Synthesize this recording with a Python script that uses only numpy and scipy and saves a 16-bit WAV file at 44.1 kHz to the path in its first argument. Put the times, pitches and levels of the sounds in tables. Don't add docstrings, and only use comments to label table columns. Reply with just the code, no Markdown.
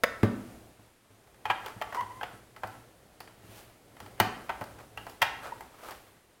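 import sys
import numpy as np
from scipy import signal
from scipy.fft import rfft, irfft, next_fast_len
from scipy.io import wavfile
from scipy.ndimage import uniform_filter1d

SR = 44100
rng = np.random.default_rng(int(sys.argv[2]) if len(sys.argv) > 2 else 0)


def waveform_to_disk(signal):
    frames = np.transpose(np.atleast_2d(signal))
    scaled = np.clip(frames, -1, 1) * 32767
    samples = np.round(scaled).astype(np.int16)
    wavfile.write(sys.argv[1], SR, samples)


N = 282235
T = np.arange(N) / SR
RING_T = T[:SR // 4]

# start_s, level_db, brightness_db, tick_db, ring_hz, rebound_db
TIP_KNOCKS = [(1.454, -27.5, -2, -48, 865, -12), (1.5, -19, -3.5, -63, 957, -4.5),
              (1.8138, -30, -4.5, -46, 714, 1.5), (1.924, -34.5, -16, -54, 630, -12),
              (1.946, -31, -14, -45, 1070, -9), (2.2112, -33, -8.5, -56, 1444, -20),
              (2.231, -29.5, -4, -47.5, 716, -13), (2.634, -27.5, -14, -50, 753, -12.5),
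              (4.2, -15, -4, -22.5, 756, -12.5), (4.493, -27, -7, -51, 930, -4),
              (4.611, -33.5, -15, -50, 560, -3), (4.974, -34, -3.5, -46, 2850, -12),
              (5.066, -37, -21, -51, 817, -20), (5.218, -19, 2, -27.5, 886, -1.5),
              (5.607, -37.5, -17, -49, 884, -19)]
# frequency_hz, gain_db
CRACK_SPECTRUM = [(200, -24.5), (450, -4), (800, 2.5), (1800, -4), (3000, -8), (4000, -18), (6000, -28.5),
                  (10000, -34.5)]
# frequency_hz, gain_db
CRISP_SPECTRUM = [(1500, -1), (4000, 0.5), (9000, 0.5), (13000, 0), (16000, -3)]


def undb(db):
    return 10 ** (np.asarray(db) / 20)


def colour(x, spectrum):
    size = next_fast_len(len(x) + 4096, True)
    hz, db = np.transpose(spectrum)
    bin_hz = np.maximum(np.fft.rfftfreq(size, 1 / SR), 1)
    gain = undb(np.interp(np.log(bin_hz), np.log(hz), db))
    cepstrum = irfft(np.log(gain), size)
    cepstrum[1:size // 2] *= 2
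    cepstrum[size // 2 + 1:] = 0
    return irfft(rfft(x, size) * np.exp(rfft(cepstrum)), size)[:len(x)]


def noise(spectrum):
    x = colour(rng.standard_normal(N), spectrum)
    return x / x.std()


def waver(samples):
    x = uniform_filter1d(rng.standard_normal(N), size=samples)
    return x / x.std()


def grains(rate_hz, spread_db, spectrum):
    slips = (rng.random(N) < rate_hz / SR) * rng.choice([-1, 1], N)
    sizes = undb(spread_db * np.minimum(rng.exponential(size=N), 4))
    x = colour(slips * sizes, spectrum)
    return x / x.std()


def stroke(peak_s, build_s, release_s):
    return np.exp(np.minimum((T - peak_s) / build_s, (peak_s - T) / release_s))


def decay(t60_s):
    return np.exp(-np.log(1000) * RING_T / t60_s)


def at_level(x, db):
    return x * undb(db) / np.sqrt(uniform_filter1d(x * x, size=SR // 250).max())


def burst(spectrum, t60_s):
    return colour(rng.standard_normal(len(RING_T)) * decay(t60_s), spectrum)


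def ring(modes, spread_db, detune):
    scatter = rng.standard_normal((len(modes), 2))
    out = 0
    for k, ((hz, db, t60_s), (strike, grip)) in enumerate(zip(modes, scatter)):
        tone = np.sin(2 * np.pi * hz * (1 + detune * grip) * RING_T)
        out += (-1) ** k * undb(db + spread_db * strike) * decay(t60_s) * tone
    return out


def add(out, start_s, x):
    start = max(int(start_s * SR), 0)
    out[start:start + len(x)] += x[:N - start]


def room_tone():
    # frequency_hz, gain_db
    air_spectrum = [(25, -4), (105, -3), (200, -1.5), (700, -4), (2000, -10), (6000, -26.5), (16000, -25)]
    return noise(air_spectrum) * undb(-61)


def reverberation(x, build_s):
    # frequency_hz, level_db, t60_s
    room_bands = [(100, -14, 0.52), (248, -6.5, 0.73), (587, -7, 0.46), (1370, -5.5, 0.65),
                  (2730, -8.5, 0.52), (5000, -7, 0.53), (12000, -13, 0.25)]
    hz, db, t60_s = np.transpose(room_bands)
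    t = T[:SR]
    log_hz = np.log(np.maximum(np.fft.rfftfreq(SR, 1 / SR), 1))
    spectrum = rfft(rng.standard_normal(SR))
    onset = 1 - np.exp(-(t / build_s) ** 2)
    response = 0
    for share, band_db, band_t60_s in zip(np.eye(len(hz)), db, t60_s):
        band = irfft(spectrum * np.interp(log_hz, np.log(hz), share), SR)
        envelope = np.exp(-np.log(1000) * t / band_t60_s) * onset
        response += undb(band_db) * band * envelope / np.linalg.norm(envelope)
    return signal.fftconvolve(x, response)[:N]


def hand():
    # peak_s, build_s, level_db
    regrips = [(2.7, 0.14, -69), (3.58, 0.16, -54), (5.1, 0.092, -59), (5.88, 0.15, -55.5),
               (6.08, 0.078, -64)]
    # frequency_hz, gain_db
    skin_spectrum = [(200, 10), (700, 15), (1500, 10), (3000, 8), (6000, -2.5), (10000, -3), (13000, 1),
                     (16000, -1)]
    # frequency_hz, gain_db
    rumble_spectrum = [(25, -18), (65, 3.5), (80, -9.5), (110, 5.5), (150, -7.5), (350, -4.5), (700, -7),
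                       (1500, -32)]
    # time_s, level_db
    leaning = [(0, -53.5), (0.65, -52), (1.0, -65), (1.3, -56), (1.8, -55.5), (3.0, -55.5), (3.5, -55.5),
               (3.8, -56.5), (4.1, -51), (5.45, -54.5), (5.7, -56), (6.4, -62)]
    speed = sum(undb(db) * stroke(s, build_s, release_s=0.13) for s, build_s, db in regrips)
    rub = grains(rate_hz=12000, spread_db=2.5, spectrum=skin_spectrum) * undb(2.5)
    crisp = grains(rate_hz=3000, spread_db=3, spectrum=CRISP_SPECTRUM) * speed / speed.max()
    rumble = noise(rumble_spectrum) * undb(np.interp(T, *np.transpose(leaning)))
    return (rub + crisp) * speed + rumble


def blade_scrapes():
    # peak_s, build_s, level_db
    scrapes = [(1.675, 0.046, -43), (1.96, .04, -43), (4.02, 0.064, -55), (4.63, 0.049, -58),
               (4.801, 0.04, -51), (5.447, 0.016, -39), (5.889, 0.085, -43)]
    # frequency_hz, gain_db
    scrape_spectrum = [(150, -23.5), (450, 0.5), (800, 2.5), (1300, 2), (2000, -7.5), (4000, -17),
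                       (7000, -22), (16000, -28)]
    pressure = sum(undb(db) * stroke(s, build_s, release_s=0.042) for s, build_s, db in scrapes)
    grit = grains(rate_hz=250, spread_db=3.5, spectrum=CRISP_SPECTRUM)
    catching = undb(2.5 * waver(samples=400))
    drag = grains(rate_hz=1200, spread_db=0.5, spectrum=scrape_spectrum)
    return (drag + undb(-19.5) * grit) * pressure * catching


def bench_thump(db):
    # frequency_hz, level_db, t60_s
    bench_modes = [(108.5, 4, 0.18), (113, -10, 0.4), (157, -13.5, 0.096), (199.7, -8.5, 0.21),
                   (260, -2, 0.063), (282, -4.5, 0.018), (335.2, -8.5, 0.2), (430, -7, 0.059)]
    radiation = signal.butter(2, 80, "high", fs=SR, output="sos")
    vibration = ring(bench_modes, spread_db=1, detune=0.015)
    return at_level(signal.sosfilt(radiation, vibration), db)


def steel_tick(db):
    # frequency_hz, gain_db
    tick_spectrum = [(1500, -28), (4500, 5.5), (6500, -1), (9500, -4.5), (12500, 0.5), (16000, -2)]
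    return at_level(burst(tick_spectrum, t60_s=0.025), db)


def shell_blow():
    # frequency_hz, level_db, t60_s
    shell_modes = [(560, -20, 0.057), (761, -3, 0.064), (853, 3, 0.042), (891, -14.5, 0.24),
                   (1150, -14, 0.012), (1324, -5, 0.07), (1670, -13.5, 0.13), (1882, 1.5, 0.024),
                   (2075, -2.5, 0.028), (2428, -6, 0.048), (2660, -1.5, 0.0095), (2785, -5.5, 0.027),
                   (3173, -2.5, 0.03)]
    ringing = ring(shell_modes, spread_db=2.5, detune=0.02)
    return at_level(ringing, -2) + at_level(burst(CRACK_SPECTRUM, t60_s=0.056), 0)


def hand_bumps():
    # start_s, thump_db
    bumps = [(.79, -48), (1.098, -49.5), (1.761, -42.5), (2.02, -47.5), (2.332, -46), (2.641, -44),
             (3.43, -44), (3.486, -45), (4.02, -43)]
    out = np.zeros(N)
    softness = signal.butter(1, 1500, fs=SR, output="sos")
    for start_s, db in bumps:
        dull = signal.sosfilt(softness, burst(CRACK_SPECTRUM, t60_s=0.069))
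        bump = at_level(dull, db - 4.5) + bench_thump(db)
        add(out, start_s, bump * (1 - decay(0.032)))
    return out


def tip_clicks():
    # start_s, tick_db, shell_db
    clicks = [(1.273, -60, -52.5), (1.344, -62, -53), (1.661, -43, -36), (2.008, -48, -39),
              (2.563, -54, -41.5), (2.673, -49, -62), (3.2038, -39.5, -39.5), (3.275, -57, -45.5),
              (3.967, -58, -45.5), (4.002, -44, -40.5), (4.062, -54, -43.5), (4.64, -48, -53),
              (5.097, -47.5, -52), (5.909, -43.5, -43), (5.919, -60, -46.5)]
    out = np.zeros(N)
    for start_s, tick_db, shell_db in clicks:
        add(out, start_s, steel_tick(tick_db) + at_level(shell_blow(), shell_db))
    return out


def tip_skids():
    envelope = sum(undb(db - 22) * stroke(s, build_s=0.0093, release_s=0.0093)
                   for s, db, *_ in TIP_KNOCKS)
    return envelope * grains(rate_hz=1700, spread_db=5, spectrum=CRACK_SPECTRUM)


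def thread_squeaks():
    # start_s, length_s, pitch_hz, level_db
    squeaks = [(1.97, 0.033, 965, -30), (2.007, 0.0061, 1020, -23.5), (2.016, 0.019, 980, -33.5),
               (2.056, .013, 1000, -40.5), (2.095, .028, 975, -42), (2.13, 0.089, 1003, -51.5),
               (5.52, 0.0074, 925, -28)]
    attack_s, release_s, rise_hz_per_s = 0.0058, 0.0031, 330
    out = np.zeros(N)
    for start_s, length_s, hz, db in squeaks:
        age_s = np.maximum(T - start_s, 0)
        pitch_hz = (hz + rise_hz_per_s * np.minimum(age_s, length_s)) * (1 + 0.018 * waver(samples=150))
        phase = 2 * np.pi * np.cumsum(pitch_hz) / SR
        grip = (1 - np.exp(-age_s / attack_s)) * np.exp(-np.maximum(age_s - length_s, 0) / release_s)
        overtones = undb(-14) * np.sin(2 * phase) + undb(-25) * np.sin(3 * phase)
        amplitude = np.sqrt(2) * undb(db + 1.5 * waver(samples=200))
        out += amplitude * grip * (np.sin(phase) + overtones * grip)
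    return out


def edge_snaps():
    # start_s, level_db, tick_db
    snaps = [(0.0359, -17.5, -28), (.0404, -15.5, -53)]
    # frequency_hz, gain_db
    snap_spectrum = [(100, -23), (330, -7.5), (500, -1.5), (720, -7.5), (1250, 2.5), (1850, 4.5),
                     (2800, -7), (5000, -22), (9000, -27.5)]
    # frequency_hz, level_db, t60_s
    cavity_modes = [(443, -6.5, 0.016), (563, -0.5, 0.044)]
    out = np.zeros(N)
    for start_s, db, tick_db in snaps:
        cavity = at_level(ring(cavity_modes, spread_db=0, detune=0), db - 3)
        snap = at_level(burst(snap_spectrum, t60_s=0.022), db)
        add(out, start_s, snap + cavity + steel_tick(tick_db))
    return out


def housing_drops():
    # start_s, level_db, tick_db
    drops = [(0.2313, -17, -55), (4.204, -26, -53), (4.611, -44, -71)]
    # frequency_hz, gain_db
    drop_spectrum = [(40, -28), (82, -13), (108, 1), (170, -6), (260, 5.5), (450, -2), (700, -8),
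                     (2000, -17), (3000, -26), (7000, -40)]
    out = np.zeros(N)
    for start_s, db, tick_db in drops:
        thud = bench_thump(db) + at_level(burst(drop_spectrum, t60_s=0.086), db)
        crack = at_level(burst(CRACK_SPECTRUM, t60_s=0.022), db - 13)
        add(out, start_s, thud + crack + steel_tick(tick_db))
    return out


def tip_contact(brightness_db, ring_hz):
    lowpass, highpass = (signal.butter(3, 1700, kind, fs=SR, output="sos") for kind in ("low", "high"))
    blow = shell_blow()
    pitch_hz = ring_hz * (1 + 0.03 * rng.standard_normal())
    ping = at_level(decay(0.032) * np.sin(2 * np.pi * pitch_hz * RING_T), 0.014)
    lower = at_level(signal.sosfilt(lowpass, blow), -2)
    upper = at_level(signal.sosfilt(highpass, blow), brightness_db - 0.5)
    return (lower + ping + upper) * (1 - decay(0.0073))


def tip_knocks():
    rebound_s, bench_share_db = 0.0068, -25
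    out = np.zeros(N)
    for start_s, db, brightness_db, tick_db, ring_hz, rebound_db in TIP_KNOCKS:
        for delay_s, landing_db in ((0, 0), (rebound_s, rebound_db)):
            landing = tip_contact(brightness_db, ring_hz) * undb(db) + steel_tick(tick_db)
            add(out, start_s + delay_s, landing * undb(landing_db))
        add(out, start_s, bench_thump(db + bench_share_db))
    return out


def scene():
    front, back = (tip_knocks() + tip_clicks() + housing_drops() for _ in range(2))
    handling = tip_skids() + blade_scrapes() + hand_bumps()
    snaps = edge_snaps()
    squeaks = thread_squeaks()
    front_to_walls = front + handling + undb(-3) * squeaks
    back_to_walls = back + undb(-3) * np.sqrt(2) * snaps
    echo = sum(reverberation(side, build_s=0.0077) for side in (front_to_walls, back_to_walls))
    return (front + snaps + handling + squeaks + echo / np.sqrt(2) + hand() + room_tone())[None]


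def suppress_noise(x):
    threshold_db, cut_db_per_db, floor_db, memory_s = -45.5, 0.71, -8, 0.037
    pole = np.exp(-1 / (memory_s * SR))
    power = signal.lfilter([1 - pole], [1, -pole], x * x)
    level_db = 10 * np.log10(power + 1e-12)
    return x * undb(np.clip(cut_db_per_db * (level_db - threshold_db), floor_db, 0))


def record(dry):
    # frequency_hz, gain_db
    hiss_spectrum = [(200, 10.5), (1500, 8.5), (3000, 5), (6000, 0.5), (10000, 2.5), (13000, -2.5),
                     (16000, -10)]
    hiss_db, cutoff_hz = -59.5, 16300
    heard = suppress_noise(dry + noise(hiss_spectrum) * undb(hiss_db))
    return signal.sosfilt(signal.ellip(8, 0.2, 70, cutoff_hz, fs=SR, output="sos"), heard)


dry = scene()
out = record(dry)
waveform_to_disk(out)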